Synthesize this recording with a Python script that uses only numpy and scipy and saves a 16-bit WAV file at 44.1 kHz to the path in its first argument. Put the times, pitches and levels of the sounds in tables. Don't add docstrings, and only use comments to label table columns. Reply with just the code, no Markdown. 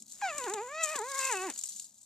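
import sys
import numpy as np
from scipy import signal
from scipy.fft import rfft, irfft
from scipy.io import wavfile
from scipy.ndimage import uniform_filter1d

SR = 44100
rng = np.random.default_rng(int(sys.argv[2]) if len(sys.argv) > 2 else 0)


def unload_audio(sound):
    columns = np.transpose(np.atleast_2d(sound))
    steps = np.round(np.clip(columns, -1, 1) * 32767)
    wavfile.write(sys.argv[1], SR, steps.astype(np.int16))


N = 90404


def undb(db):
    return 10 ** (np.asarray(db) / 20)


def unit(x):
    return x / np.sqrt(np.mean(x ** 2))


def noise():
    return rng.standard_normal(N)


def curve(table, axis=1):
    rows = np.array(table)
    return np.interp(np.arange(N) / SR, rows[:, 0], rows[:, axis])


def walk(hz):
    low_pass = signal.butter(2, hz, fs=SR, output="sos")
    return unit(signal.sosfilt(low_pass, noise()))


def colour(x, points, keep_level=False):
    hz, db = np.array(points).T
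    size = 2048
    bins_hz = np.maximum(np.fft.rfftfreq(size, 1 / SR), 1)
    gain = undb(np.interp(np.log(bins_hz), np.log(hz), db))
    if keep_level:
        gain = unit(gain)
    cepstrum = irfft(np.log(gain))
    cepstrum[1:size // 2] *= 2
    cepstrum[size // 2 + 1:] = 0
    response = irfft(np.exp(rfft(cepstrum)))
    return signal.fftconvolve(x, response)[:N]


def strikes(rows, contact_s=0.00098):
    t = np.arange(N) / SR
    total = 0
    for at, db, decay in rows:
        rise = np.clip((t - at) / contact_s + 1, 0, 1)
        fall = np.exp(-np.maximum(t - at, 0) / decay)
        total = total + undb(db) * rise * fall
    return total


# f/Hz, relative level/dB
YARD_SPECTRUM = [(25, -43), (60, -12), (100, 4), (160, -3), (240, -10), (400, -32), (600, -4), (900, -8.5),
                 (2000, -25.5), (5000, -16), (14000, -16)]
# t/s, level/dB
DRONE_LEVEL = [(0, -64.5), (.08, -71.5), (.2, -76.5), (.7, -79), (1.2, -87), (1.56, -71.5), (1.67, -81.5),
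               (1.75, -75), (1.85, -77.5), (2.05, -82.5)]
# f/Hz, relative level/dB
DRONE_SPECTRUM = [(80, -20), (160, -5), (220, 5.5), (280, -2.5), (360, -13), (600, -22.5), (2000, -65.5)]


def yard(level_db=-76.5, side_db=-13):
    mid, side = (colour(noise(), YARD_SPECTRUM, True) for _ in range(2))
    drone = undb(curve(DRONE_LEVEL)) * colour(noise(), DRONE_SPECTRUM, True)
    opposite = np.array([[1], [-1]])
    return undb(level_db) * (mid + undb(side_db) * side * opposite) + drone


# t/s, peak level/dB of the envelope, decay/s
CLACKS = [(.0228, -32.5, 0.00083), (.1215, -35, 0.0034), (.382, -23, 0.0022), (.400, -33, 0.0028),
          (.440, -33, .003), (.498, -30.5, 0.0025), (.518, -47, .001), (.5375, -24, 0.0022),
          (.831, -25.5, 0.0034), (.8355, -20.5, 0.0038), (.8395, -30, 0.0049), (.8465, -23, 0.0019),
          (.857, -25.5, 0.0035), (.903, -31, 0.0018), (.930, -36, 0.0014), (.958, -26, 0.0053),
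          (.990, -24, 0.0014), (1.016, -35, 0.0019), (1.153, -39, 0.0023), (1.1905, -21.5, 0.0028),
          (1.252, -24, 0.0044), (1.286, -51, .004), (1.3135, -24, 0.0015), (1.324, -24, .005),
          (1.336, -35.5, 0.0064), (1.419, -35.5, 0.0058), (1.500, -24, 0.0024), (1.538, -35, .003),
          (1.5605, -36.5, 0.0013), (1.577, -29, 0.0035), (1.590, -28.5, 0.0035), (1.637, -22.5, 0.0032),
          (1.657, -33.5, 0.0031), (1.689, -34, 0.011), (1.762, -36.5, 0.0086), (1.7972, -27.5, 0.0025),
          (1.845, -40.5, 0.0018), (1.943, -51.5, .005), (1.985, -51, .007), (2.014, -46.5, 0.0042),
          (2.03, -50.5, 0.0054)]
# f/Hz, relative level/dB
QUILL_RING = [(300, -44.5), (2000, -29), (3000, -19), (3900, -17.5), (5400, -11.5), (6400, -1), (7100, 7),
              (7900, 8), (8900, -5.5), (10500, -14), (14000, -18.5)]
# t/s, level/dB
RUSTLE_LEVEL = [(0, -50.5), (.05, -60), (.10, -46.5), (.19, -53.5), (.33, -52.5), (.40, -46), (.51, -49.5),
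                (.60, -56), (.78, -61), (.84, -40), (.97, -42.5), (1.04, -51), (1.12, -40), (1.24, -33.5),
                (1.34, -40), (1.38, -41), (1.48, -46), (1.535, -49), (1.61, -42.5), (1.66, -42),
                (1.75, -47), (1.84, -47), (1.93, -63.5), (2.05, -57)]
# f/Hz, relative level/dB
RUSTLE_SPECTRUM = [(300, -57), (1000, -32), (2200, -33), (3900, -8), (5500, -7.5), (7200, 5), (8300, 0.5),
                   (10000, -8), (12000, -11.5), (14000, -15)]
GRAINS_PER_S, GRAIN_SPREAD_DB, GRAIN_DECAY_S = 1400, -1.5, 0.00055
CLUMP_DB, CLUMP_HZ = 1, 110
BOUNCE_S, BOUNCE_DB = 0.003, -5.5


def quills():
    touched = rng.random(N) < GRAINS_PER_S / SR
    spread = np.minimum(rng.exponential(size=N), 4)
    touches = touched * undb(GRAIN_SPREAD_DB * spread)
    touches = touches * undb(CLUMP_DB * walk(CLUMP_HZ))
    pole = np.exp(-1 / (GRAIN_DECAY_S * SR))
    grains = unit(signal.lfilter([1], [1, -pole], touches)) * undb(curve(RUSTLE_LEVEL))
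    clacks = strikes(CLACKS)
    t = np.arange(N) / SR
    views = []
    for _ in range(2):
        rustle = colour(grains * noise(), RUSTLE_SPECTRUM, True)
        direct = rustle + colour(clacks * noise(), QUILL_RING, True)
        bounce = np.interp(t - BOUNCE_S, t, direct, left=0)
        views.append(direct + undb(BOUNCE_DB) * bounce)
    return np.array(views)


# t/s, level/dB
HISS_LEVEL = [(0, -84), (.2, -51.5), (.38, -45), (.68, -51), (.95, -51), (1.2, -57.5), (1.45, -46),
              (1.56, -56.5), (1.8, -67.5), (2.05, -82.5)]
# f/Hz, relative level/dB
HISS_SPECTRUM = [(3000, -20.5), (5600, -29), (6400, -15), (7000, -1), (7700, -7.5), (8500, -42),
                 (10000, -26.5), (14000, -31)]


def hiss(flutter_db=2.5):
    level = undb(curve(HISS_LEVEL) + flutter_db * walk(120))
    return np.array([colour(level * noise(), HISS_SPECTRUM, True) for _ in range(2)])


# t/s, f/Hz
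PITCH = [(0.22, 837.4), (0.28, 721.4), (0.33, 571.6), (0.348, 593), (0.366, 590), (0.374, 606.4),
         (0.42, 495), (0.456, 489), (0.46, 483), (0.47, 416.1), (0.484, 347.9), (0.488, 346.6), (0.5, 375),
         (0.538, 445.4), (0.542, 450), (0.554, 434.7), (0.582, 395), (0.586, 388), (0.618, 451.6),
         (0.64, 493), (0.672, 493.3), (0.704, 561), (0.74, 609.7), (0.808, 661.3), (0.838, 637.7),
         (0.88, 599.4), (0.92, 633.6), (0.93, 640), (0.952, 584.6), (0.97, 558), (0.978, 520),
         (1.006, 403.0), (1.042, 476), (1.056, 502), (1.1, 560.3), (1.146, 530.4), (1.178, 551),
         (1.208, 529.6), (1.29, 532.7), (1.318, 464.9), (1.35, 383), (1.398, 364.4), (1.448, 387.7),
         (1.47, 367.7), (1.48, 337.7), (1.51, 233.6)]
# t/s, relative level/dB, tilt/(dB per octave of harmonics), nasal ring level/dB
EFFORT = [(0.228, -31.0, 1, -8), (0.255, -27.5, 0.2, -0.5), (0.3, -29.5, -1.7, 7.0),
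          (0.33, -37.5, -0.5, -3), (0.37, -36, -3.6, 6), (0.42, -37.5, -2, 8), (0.47, -36, -1.9, -2),
          (0.51, -38, -1.9, 4), (0.545, -36, -5.5, -1.0), (0.585, -39, 0, -6), (0.63, -36, -6, 2),
          (0.69, -41.0, -3.5, 1), (0.75, -33.5, -0.5, -3.5), (0.82, -30.5, 1.2, 6.0), (0.88, -33, -0.8, 14),
          (0.935, -30.5, -3.2, 15.5), (0.975, -41, 1, -11), (1.0, -36, -1.1, -30), (1.06, -38.0, -1.5, -13),
          (1.15, -39, 0.5, -14), (1.25, -37, 2.6, 6.5), (1.32, -37.0, 1.95, 1.5), (1.39, -40.5, -0.56, 16),
          (1.45, -38, 0.4, -2), (1.495, -36.5, -5, 11)]
# t/s, relative level/dB
HOARSENESS = [(.22, -7), (.30, 2), (.45, 1), (.58, -9), (.74, -9), (.86, -3.5), (.96, 10), (1.04, -7),
              (1.15, 7), (1.27, 9), (1.34, 0.5), (1.41, -12), (1.50, 14)]
# f/Hz, level/dB
THROAT = [(120, -5.5), (300.0, -3), (400.0, 1), (550.0, -9), (700.0, -8.5), (820.0, 2.5), (1080.0, -0.5),
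          (1350.0, -9.5), (1600.0, -5), (1900.0, -8.5), (2300.0, -11), (2620.0, -11.5), (3100.0, -23.5),
          (3800.0, -20), (5000.0, -27.5), (7000.0, -21), (10000, -65)]
# f/Hz, relative level/dB
RASP_SPECTRUM = [(200, -64), (600, -32), (950, 3), (1400, -2), (1900, 2), (2700, -4), (3400, -12.5),
                 (6000, -10.5), (10000, -45)]
JITTER, SHIMMER_DB, RASP_DB = 0.00294, 0.54, -17
NASAL_HZ, NASAL_WIDTH_HZ = 2843, 366
CRY_START_S, CRY_END_S, ATTACK_S, RELEASE_S = .2205, 1.511, 0.0023, 0.015
CATCH_S, CATCH_DB, CATCH_DECAY_S = .215, -36.5, 0.0036
WANDER_DB = 2
BLUR_DB, BLUR_HZ = -3.5, 2800


def whine():
    t = np.arange(N) / SR
    hz = uniform_filter1d(curve(PITCH), size=400) * (1 + JITTER * walk(77))
    phase = 2 * np.pi * np.cumsum(hz) / SR
    tilt_db, nasal_db = curve(EFFORT, axis=2), curve(EFFORT, axis=3)
    hoarse = undb(curve(HOARSENESS))
    tone = 0
    for k in np.arange(1, 15):
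        nasal = np.exp(-((k * hz - NASAL_HZ) / NASAL_WIDTH_HZ) ** 2)
        db = tilt_db * np.log2(k) + nasal_db * nasal
        drift = undb(WANDER_DB * min(np.log2(k) / 2, 1) * walk(7.9))
        blur = hoarse * undb(BLUR_DB) / (1 + (BLUR_HZ / (k * hz)) ** 4)
        rough = (1 + blur * (walk(87) + 1j * walk(130))) / np.sqrt(1 + 2 * blur ** 2)
        tone = tone + undb(db) * drift * np.real(rough * np.exp(1j * k * phase))
    attack = np.clip((t - CRY_START_S) / ATTACK_S, 0, 1)
    release = np.clip((CRY_END_S - t) / RELEASE_S, 0, 1)
    level = attack * release * undb(curve(EFFORT) + SHIMMER_DB * walk(46))
    cycle_pulse = (.5 + .5 * np.cos(phase)) ** 2
    rasp = level * hoarse * undb(RASP_DB + tilt_db) * cycle_pulse
    pop = strikes([(CATCH_S, CATCH_DB, CATCH_DECAY_S)])
    return colour(tone * level, THROAT) + colour((rasp + pop) * noise(), RASP_SPECTRUM, True)


# t/s, peak level/dB of the envelope, decay/s
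SCUFFS = [(.381, -44.5, 0.0068), (.439, -39.5, 0.0055), (.538, -40, 0.0071), (.955, -37, 0.0089),
          (1.499, -41.5, 0.012), (1.559, -58, 0.0081), (1.634, -63.5, 0.0067)]
# f/Hz, relative level/dB
SOIL_SPECTRUM = [(80, -36), (160, -13), (260, -6), (500, -8), (1000, -9), (2000, -9.5), (3500, -7.5),
                 (7000, -30)]
# t/s, peak level/dB of the envelope, decay/s
SNAPS = [(.440, -36.5, .002), (.538, -47, 0.0014), (.958, -35.5, 0.00099), (1.501, -48, 0.0015),
         (1.561, -41.5, 0.0015), (1.7975, -35.5, 0.00089)]
# f/Hz, relative level/dB
LITTER_RING = [(500, -55), (2200, -21), (2900, -2.5), (4000, 6), (5200, 1), (7000, -18), (14000, -19)]


def feet():
    scuffs = colour(strikes(SCUFFS) * noise(), SOIL_SPECTRUM, True)
    snaps = colour(strikes(SNAPS) * noise(), LITTER_RING, True)
    high_pass = signal.butter(3, 190, "high", fs=SR, output="sos")
    return signal.sosfilt(high_pass, scuffs) + snaps


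def air(x, t60_s=0.22, level_db=-24.5):
    t = np.arange(N) / SR
    tail = noise() * undb(-60 * t / t60_s) * (t > .004)
    tail = tail / np.linalg.norm(tail)
    return undb(level_db) * signal.fftconvolve(x, tail)[:N]


# f/Hz, level/dB
RIGHT_FILTER = [(100, -4.5), (400, 1.5), (1100, -0.7), (2500, -0.83), (4500, -1.5), (6500, -1.5),
                (7300, -4.5), (8200, -12), (10000, -8), (13000, -16.5)]
RIGHT_APART = 0.63


def scene():
    near = whine() + feet()
    rattle, other = quills() + hiss()
    left = near + rattle
    right_rattle = np.sqrt(1 - RIGHT_APART) * rattle + np.sqrt(RIGHT_APART) * other
    right = colour(near + right_rattle, RIGHT_FILTER)
    return np.array([x + air(x) for x in (left, right)]) + yard()


def record(dry, top_hz=14250):
    low_pass = signal.ellip(8, .2, 70, top_hz, fs=SR, output="sos")
    return signal.sosfilt(low_pass, dry)


dry = scene()
out = record(dry)
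unload_audio(out)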